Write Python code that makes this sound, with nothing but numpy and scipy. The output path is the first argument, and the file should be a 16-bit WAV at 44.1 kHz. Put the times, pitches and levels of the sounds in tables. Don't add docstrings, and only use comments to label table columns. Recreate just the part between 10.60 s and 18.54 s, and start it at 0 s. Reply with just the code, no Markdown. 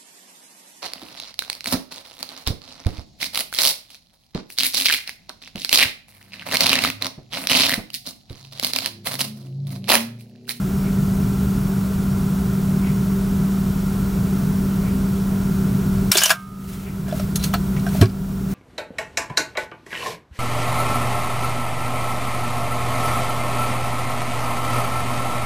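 import sys
import numpy as np
from scipy import signal
from scipy.fft import rfft, irfft, next_fast_len
from scipy.io import wavfile
from scipy.ndimage import uniform_filter1d, map_coordinates

SR = 44100
rng = np.random.default_rng(int(sys.argv[2]) if len(sys.argv) > 2 else 0)


def unload_audio(sound):
    columns = np.transpose(np.atleast_2d(sound))
    steps = np.round(np.clip(columns, -1, 1) * 32767)
    wavfile.write(sys.argv[1], SR, steps.astype(np.int16))


def to_linear_factor(level_db):
    exponent = np.asarray(level_db, float) / 20
    return 10 ** exponent


N = 350154

# pitch_hz [Hz], level_db [dB per Hz]
METAL = [(300, -26), (600, -8), (1500, -1), (2100, -4.5), (2900, 0.5), (4000, -2), (5500, -4.5), (7000, -6),
         (10000, -3), (15500, -7.5), (16500, -40)]
# pitch_hz [Hz], side_minus_mid_db [dB]
SOFT_SPREAD = [(60, -30), (110, -36.5), (200, -17), (380, -8), (700, -3), (1290, -4), (2380, -5),
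               (3600, -6), (3950, -73), (16000, -120)]


def unit(x):
    return x / np.sqrt(np.mean(x ** 2) + 1e-20)


def along(points, hz):
    f, v = np.transpose(points)
    return np.interp(np.log(hz + 1), np.log(f + 1), v)


def wobble(rate):
    knots = rng.standard_normal(int(N * rate / SR) + 4)
    return map_coordinates(knots, [np.arange(N) * rate / SR])


def filtered(x, response):
    m = next_fast_len(x.shape[-1] + 4096)
    spectrum = rfft(x, m) * response(np.fft.rfftfreq(m, 1 / SR))
    return irfft(spectrum, m)[..., :x.shape[-1]]


def peak(hz, width):
    return lambda f: 1j * f * width / (hz * hz - f * f + 1j * f * width)


def rush(spectrum, spread, count=N):
    def response(hz):
        return to_linear_factor(along(spectrum, hz)) * [hz ** 0, to_linear_factor(along(spread, hz))]

    mid, side = filtered(rng.standard_normal((2, count)), response)
    return np.array([mid + side, mid - side]) / np.std(mid)


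def swell(s, hold_s, db, rise_s, fall_s):
    t = np.arange(N) / SR - s
    away = np.maximum(-t / rise_s, (t - hold_s) / fall_s)
    return to_linear_factor(db - 20 * np.maximum(away, 0))


def blow(s, db, modes):
    t, out = np.arange(SR) / SR, np.zeros(N + SR)
    ring = sum(to_linear_factor(level - 60 * t / t60) * np.sin(2 * np.pi * hz * t) for hz, level, t60 in modes)
    out[round(s * SR):][:SR] = to_linear_factor(db) * (1 - np.exp(-t / 0.003)) * ring
    return out[:N]


def contacts(events, bright_db, parts_db):
    # pitch_hz [Hz], width_hz [Hz], level_db [dB]
    small_parts = [(1026, 22, 4.5), (1430, 80, -15), (1660, 40, 4.5), (2330, 77, 1.5), (2850, 10, -4.5),
                   (3500, 45, -3.5), (5180, 140, -6.5), (5580, 90, 4.5), (6330, 51, -18.5), (6820, 92, 3.5),
                   (8080, 90, -0.5), (9315, 77, -2.5), (11400, 150, -4)]
    # pitch_hz [Hz], side_minus_mid_db [dB]
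    near_spread = [(60, -28), (110, -23), (200, -29), (380, -17), (700, -12), (1290, -14.5), (2380, -11.5),
                   (4400, -10.5), (8120, -23), (15000, -26)]
    out, t = np.zeros((2, N + SR)), np.arange(SR // 6) / SR
    mean_db = np.mean(events, axis=0)[1]
    for s, db, hz, ring_db, t60 in events:
        tilt_db = bright_db + 1.2 * np.log2(hz / 4000) + .15 * (db - mean_db)
        colour = [(f, level + tilt_db * np.log2(f / 4000)) for f, level in METAL]

        crack_and_rattle = to_linear_factor(-60 * t / t60) + 0.75 * np.exp(-t / .002)
        shape = (1 - np.exp(-t / 0.00077)) * crack_and_rattle
        burst = shape * rush(colour, near_spread, count=len(t))

        part = filtered(burst, peak(hz, .05 * hz + 40))
        part = part * np.std(burst) / np.std(part)

        chance_db = 4 * rng.standard_normal(len(small_parts))
        shared = filtered(burst, lambda f: sum(
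            to_linear_factor(level + chance) * peak(centre, width)(f)
            for (centre, width, level), chance in zip(small_parts, chance_db)))

        sound = burst + to_linear_factor(ring_db) * part + to_linear_factor(parts_db) * shared
        out[:, round(s * SR):][:, :len(t)] += to_linear_factor(db - 10) * sound
    return out[:, :N]


def shutter():
    # start_s [s], level_db [dB peak], pitch_hz [Hz, ringing part], ring_db [dB], t60_s [s]
    strikes = [(5.5140, -16, 5500, -4, .1), (5.5169, 1.5, 5460, -9, 0.021), (5.5204, -8, 7900, -4, 0.079),
               (5.5464, -20, 12800, 0, 0.045), (5.5538, -14, 3480, 5, 0.09), (5.5697, -4, 5100, -8, .04),
               (5.5744, -7.5, 6900, 1.5, .07), (5.5814, -4, 4640, 2.5, 0.03), (5.5894, -14, 5180, 3, .1),
               (5.604, -22.5, 6100, 6, 0.28), (5.6150, -15.5, 1600, -3, 0.1),
               (5.6191, -14.5, 2920, -7, 0.13), (5.6351, -1.5, 6940, 1.5, 0.03),
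               (5.657, -10.5, 5800, 4.5, 0.07), (5.6934, -10.5, 2430, -15, 0.14),
               (5.7034, -2.5, 1550, -5, 0.08), (5.7084, -6.5, 1630, 3, 0.044), (5.7154, -23, 1400, 7, 0.13)]
    return contacts(strikes, bright_db=-1.5, parts_db=2)


def mirror_box():
    # pitch_hz [Hz], level_db [dB], t60_s [s]
    box_modes = [(716, -14, .25), (940, -25, .4), (1090, -20, .4), (1233, -14, 1.3), (1308, -25, 4),
                 (1572, -5, .3), (2180, -24, .5), (2606, -25, .35)]
    return blow(5.706, -22, box_modes) * to_linear_factor([[-2.5], [2.5]])


def gears():
    # pitch_hz [Hz], level_db [dB]
    whine = [(2834, -3.5), (3018, 2), (6083, -13), (9315, -9)]
    # start_s [s],
    # hold_s [s], level_db [dB], rise_s [s], fall_s [s]
    whirr = (5.518, .2, -24.5, .004, .023)
    room_tail = (5.74, .003, -48, .01, .25)
    wind_on = (5.632, .016, -22, .035, .05)
    tones = sum(to_linear_factor(db) * unit(filtered(rng.standard_normal(N), peak(hz, 26))) for hz, db in whine)
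    chatter = to_linear_factor(2.2 * wobble(300)) * rush(METAL, SOFT_SPREAD)
    return (swell(*whirr) + swell(*room_tail)) * chatter + swell(*wind_on) * tones


def knocks():
    # start_s [s], level_db [dB peak], pitch_hz [Hz]
    shell_knocks = [(5.517, -13, 1430), (5.553, -12.5, 385), (5.553, -11.5, 655), (5.571, -14, 1730),
                    (5.617, -20, 661), (5.66, -19, 660), (5.703, -9, 672), (6.482, -25, 660),
                    (6.525, -11, 642), (6.596, -17.5, 633), (6.937, -11, 710), (7.266, -16.5, 710),
                    (7.348, -18.5, 660), (7.392, -20, 620), (7.425, -3.5, 385)]

    def pair(hz):
        t60 = .082 * (650 / hz) ** .45
        return [(.97 * hz, -4, t60), (1.04 * hz, -8, 0.91 * t60)]

    return sum(blow(s, db, pair(hz)) for s, db, hz in shell_knocks) * to_linear_factor([[-.8], [.8]])


def handling_ticks():
    # start_s [s], level_db [dB peak], pitch_hz [Hz, ringing part], ring_db [dB], t60_s [s]
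    tick_events = [(6.131, -34, 7100, -10, .1), (6.4802, -32, 1660, -9, 0.28), (6.5247, -29, 1420, -3, .05),
                   (6.5952, -24, 1270, -1.5, .09), (6.756, -17, 4200, -3, 0.07),
                   (6.757, -21, 10600, 5, 0.084), (6.758, -19, 6400, 4, 0.073),
                   (6.795, -31, 4020, 2.5, .15), (6.811, -34, 4100, 1.5, .12),
                   (6.826, -29.5, 4230, 5, 0.14), (6.837, -22, 6300, 2.5, .1),
                   (6.8389, -13.5, 4220, -3, 0.086), (6.93, -31, 2980, -3, .1), (6.938, -21, 15000, 5, .05),
                   (7.1944, -33, 4200, -5, .1), (7.2644, -28, 1560, 10.5, 0.08),
                   (7.2874, -28, 4300, -9, 0.071)]
    return contacts(tick_events, bright_db=.6, parts_db=0.5)


def bumps():
    # start_s [s], level_db [dB peak], pitch_hz [Hz, ringing part], ring_db [dB], t60_s [s]
    bump_events = [(6.465, -38, 1700, -3, 0.18), (6.5098, -33, 3500, -2, 0.08),
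                   (6.9366, -12, 1300, -1.5, .09), (6.939, -16, 4300, -3, .08),
                   (7.1633, -25, 2200, -4, 0.11), (7.348, -31, 720, 6, .05), (7.4121, -8, 4100, -10, 0.096),
                   (7.4242, -22, 2400, -4, 0.15), (7.4554, -26, 4800, -2.5, .07),
                   (7.494, -37, 5000, -2.5, 0.12)]
    return contacts(bump_events, bright_db=-6, parts_db=-1.5)


def palm_thud():
    # pitch_hz [Hz], level_db [dB], t60_s [s]
    body_modes = [(107.4, 1, 0.14), (140, 0, .12), (250, -1.5, 0.23), (660, -8.5, 0.088),
                  (1112, -19, 0.098), (1600, -28, 0.059)]
    thud = blow(7.4125, -4, body_modes) + blow(7.4225, -4.5, body_modes)
    return thud * to_linear_factor([[-.6], [.6]])


def fingers():
    # start_s [s], hold_s [s], level_db [dB], rise_s [s], fall_s [s]
    slides = [
        (6.1, .07, -43.5, .22, .35),
        (6.56, .003, -37.5, .055, .2),
        (6.84, .003, -33, .045, .12),
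        (7.37, .003, -34, .15, .1),
        (7.9, .04, -44.5, .048, .05),
    ]
    # pitch_hz [Hz], level_db [dB per Hz]
    skin = [(600, -2), (2000, 0.5), (5000, -2.5), (10000, -3), (16000, -2)]
    catches = to_linear_factor(1.1 * wobble(60))
    return sum(swell(*row) for row in slides) * catches * rush(skin, SOFT_SPREAD)


def puffs():
    # pitch_hz [Hz], level_db [dB per Hz]
    puff_colour = [(400, -32), (750, 3), (1100, -12), (1700, -3), (2250, 9), (2800, 1), (5000, -24),
                   (9000, -50)]
    puff_levels = [-45, -39.5, -43, -38]
    first_s, every_s, rise_s, fall_s = .27, 2.003, .085, .09
    gain = sum(swell(first_s + k * every_s, 0, db, rise_s, fall_s) for k, db in enumerate(puff_levels))
    return gain * rush(puff_colour, SOFT_SPREAD)


def room():
    # [Hz; for the hum, its phase drift]
    hum = [(193.3, -21.5, 0.5), (40.5, -34, 3.9), (59, -39.5, 3.3), (385, -40.5, 26.6), (620, -55.5, 88),
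           (1350, -52, 45), (5480, -59, 76), (14750, -67, 250), (15600, -64, 200)]
    # pitch_hz [Hz], level_db [dB per Hz]
    rumble_colour = [(15, -33), (30, -17), (70, -3), (88, -8.5), (100, -5), (130, -3), (160, 3), (185, -8),
                     (210, -11.5), (245, -8.5), (320, -21), (400, -13), (460, -33), (700, -65)]
    # pitch_hz [Hz], level_db [dB per Hz]
    air_colour = [(260, -47), (450, -2.5), (539, -9), (618, -1.5), (798, -8), (1000, -4), (1200, -6),
                  (1390, -3), (1720, -15.5), (2330, -16), (2550, -17), (13800, -17.5), (15100, -13),
                  (15800, -16), (16500, -29)]
    t = np.arange(N) / SR
    (hz, db, drift), *fuzzy = hum
    level = np.sqrt(2) * to_linear_factor(db + 0.75 * wobble(2.4))
    tone = level * np.sin(2 * np.pi * hz * t + drift * .3 * wobble(2.57))

    def duct(hz, db, width):
        share = np.sqrt(SR / (np.pi * width))
        return lambda f: to_linear_factor(db) * share * peak(hz, width)(f)

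    ducts = filtered(rng.standard_normal(N), lambda f: sum(duct(*row)(f) for row in fuzzy))
    rumble = to_linear_factor(-23.5 + 0.72 * wobble(1.88)) * rush(rumble_colour, SOFT_SPREAD)
    hiss = to_linear_factor(-38.5 + .3 * wobble(1.5)) * rush(air_colour, SOFT_SPREAD)
    return tone + ducts + rumble + hiss


def gain_db():
    # start_s [s], level_db [dB gain]
    ducks = [
        (5.514, -22),
        (5.635, -25.5),
        (5.705, -12.5),
        (6.76, -1),
        (6.94, 6),
        (7.418, -8.5),
    ]
    t = np.arange(N) / SR
    dips = [db * np.exp(-np.abs(t - s) / 0.56) * (t > s) for s, db in ducks]
    return uniform_filter1d(np.min(dips, axis=0), round(0.0092 * SR))


def scene():
    firing = shutter() + mirror_box() + gears()
    handling = handling_ticks() + bumps() + palm_thud() + fingers()
    camera = firing + handling + knocks()
    return camera / to_linear_factor(gain_db()) + puffs() + room()


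def band_limit(x):
    return signal.sosfilt(signal.butter(12, 16820, fs=SR, output="sos"), x)


def record(dry):
    x = dry * to_linear_factor(gain_db())
    ceiling = x / (1 + np.abs(x) ** 6) ** (1 / 6)
    mix = filtered(ceiling, lambda hz: hz < 15830)
    return band_limit(mix)


dry = scene()
out = record(dry)
unload_audio(out)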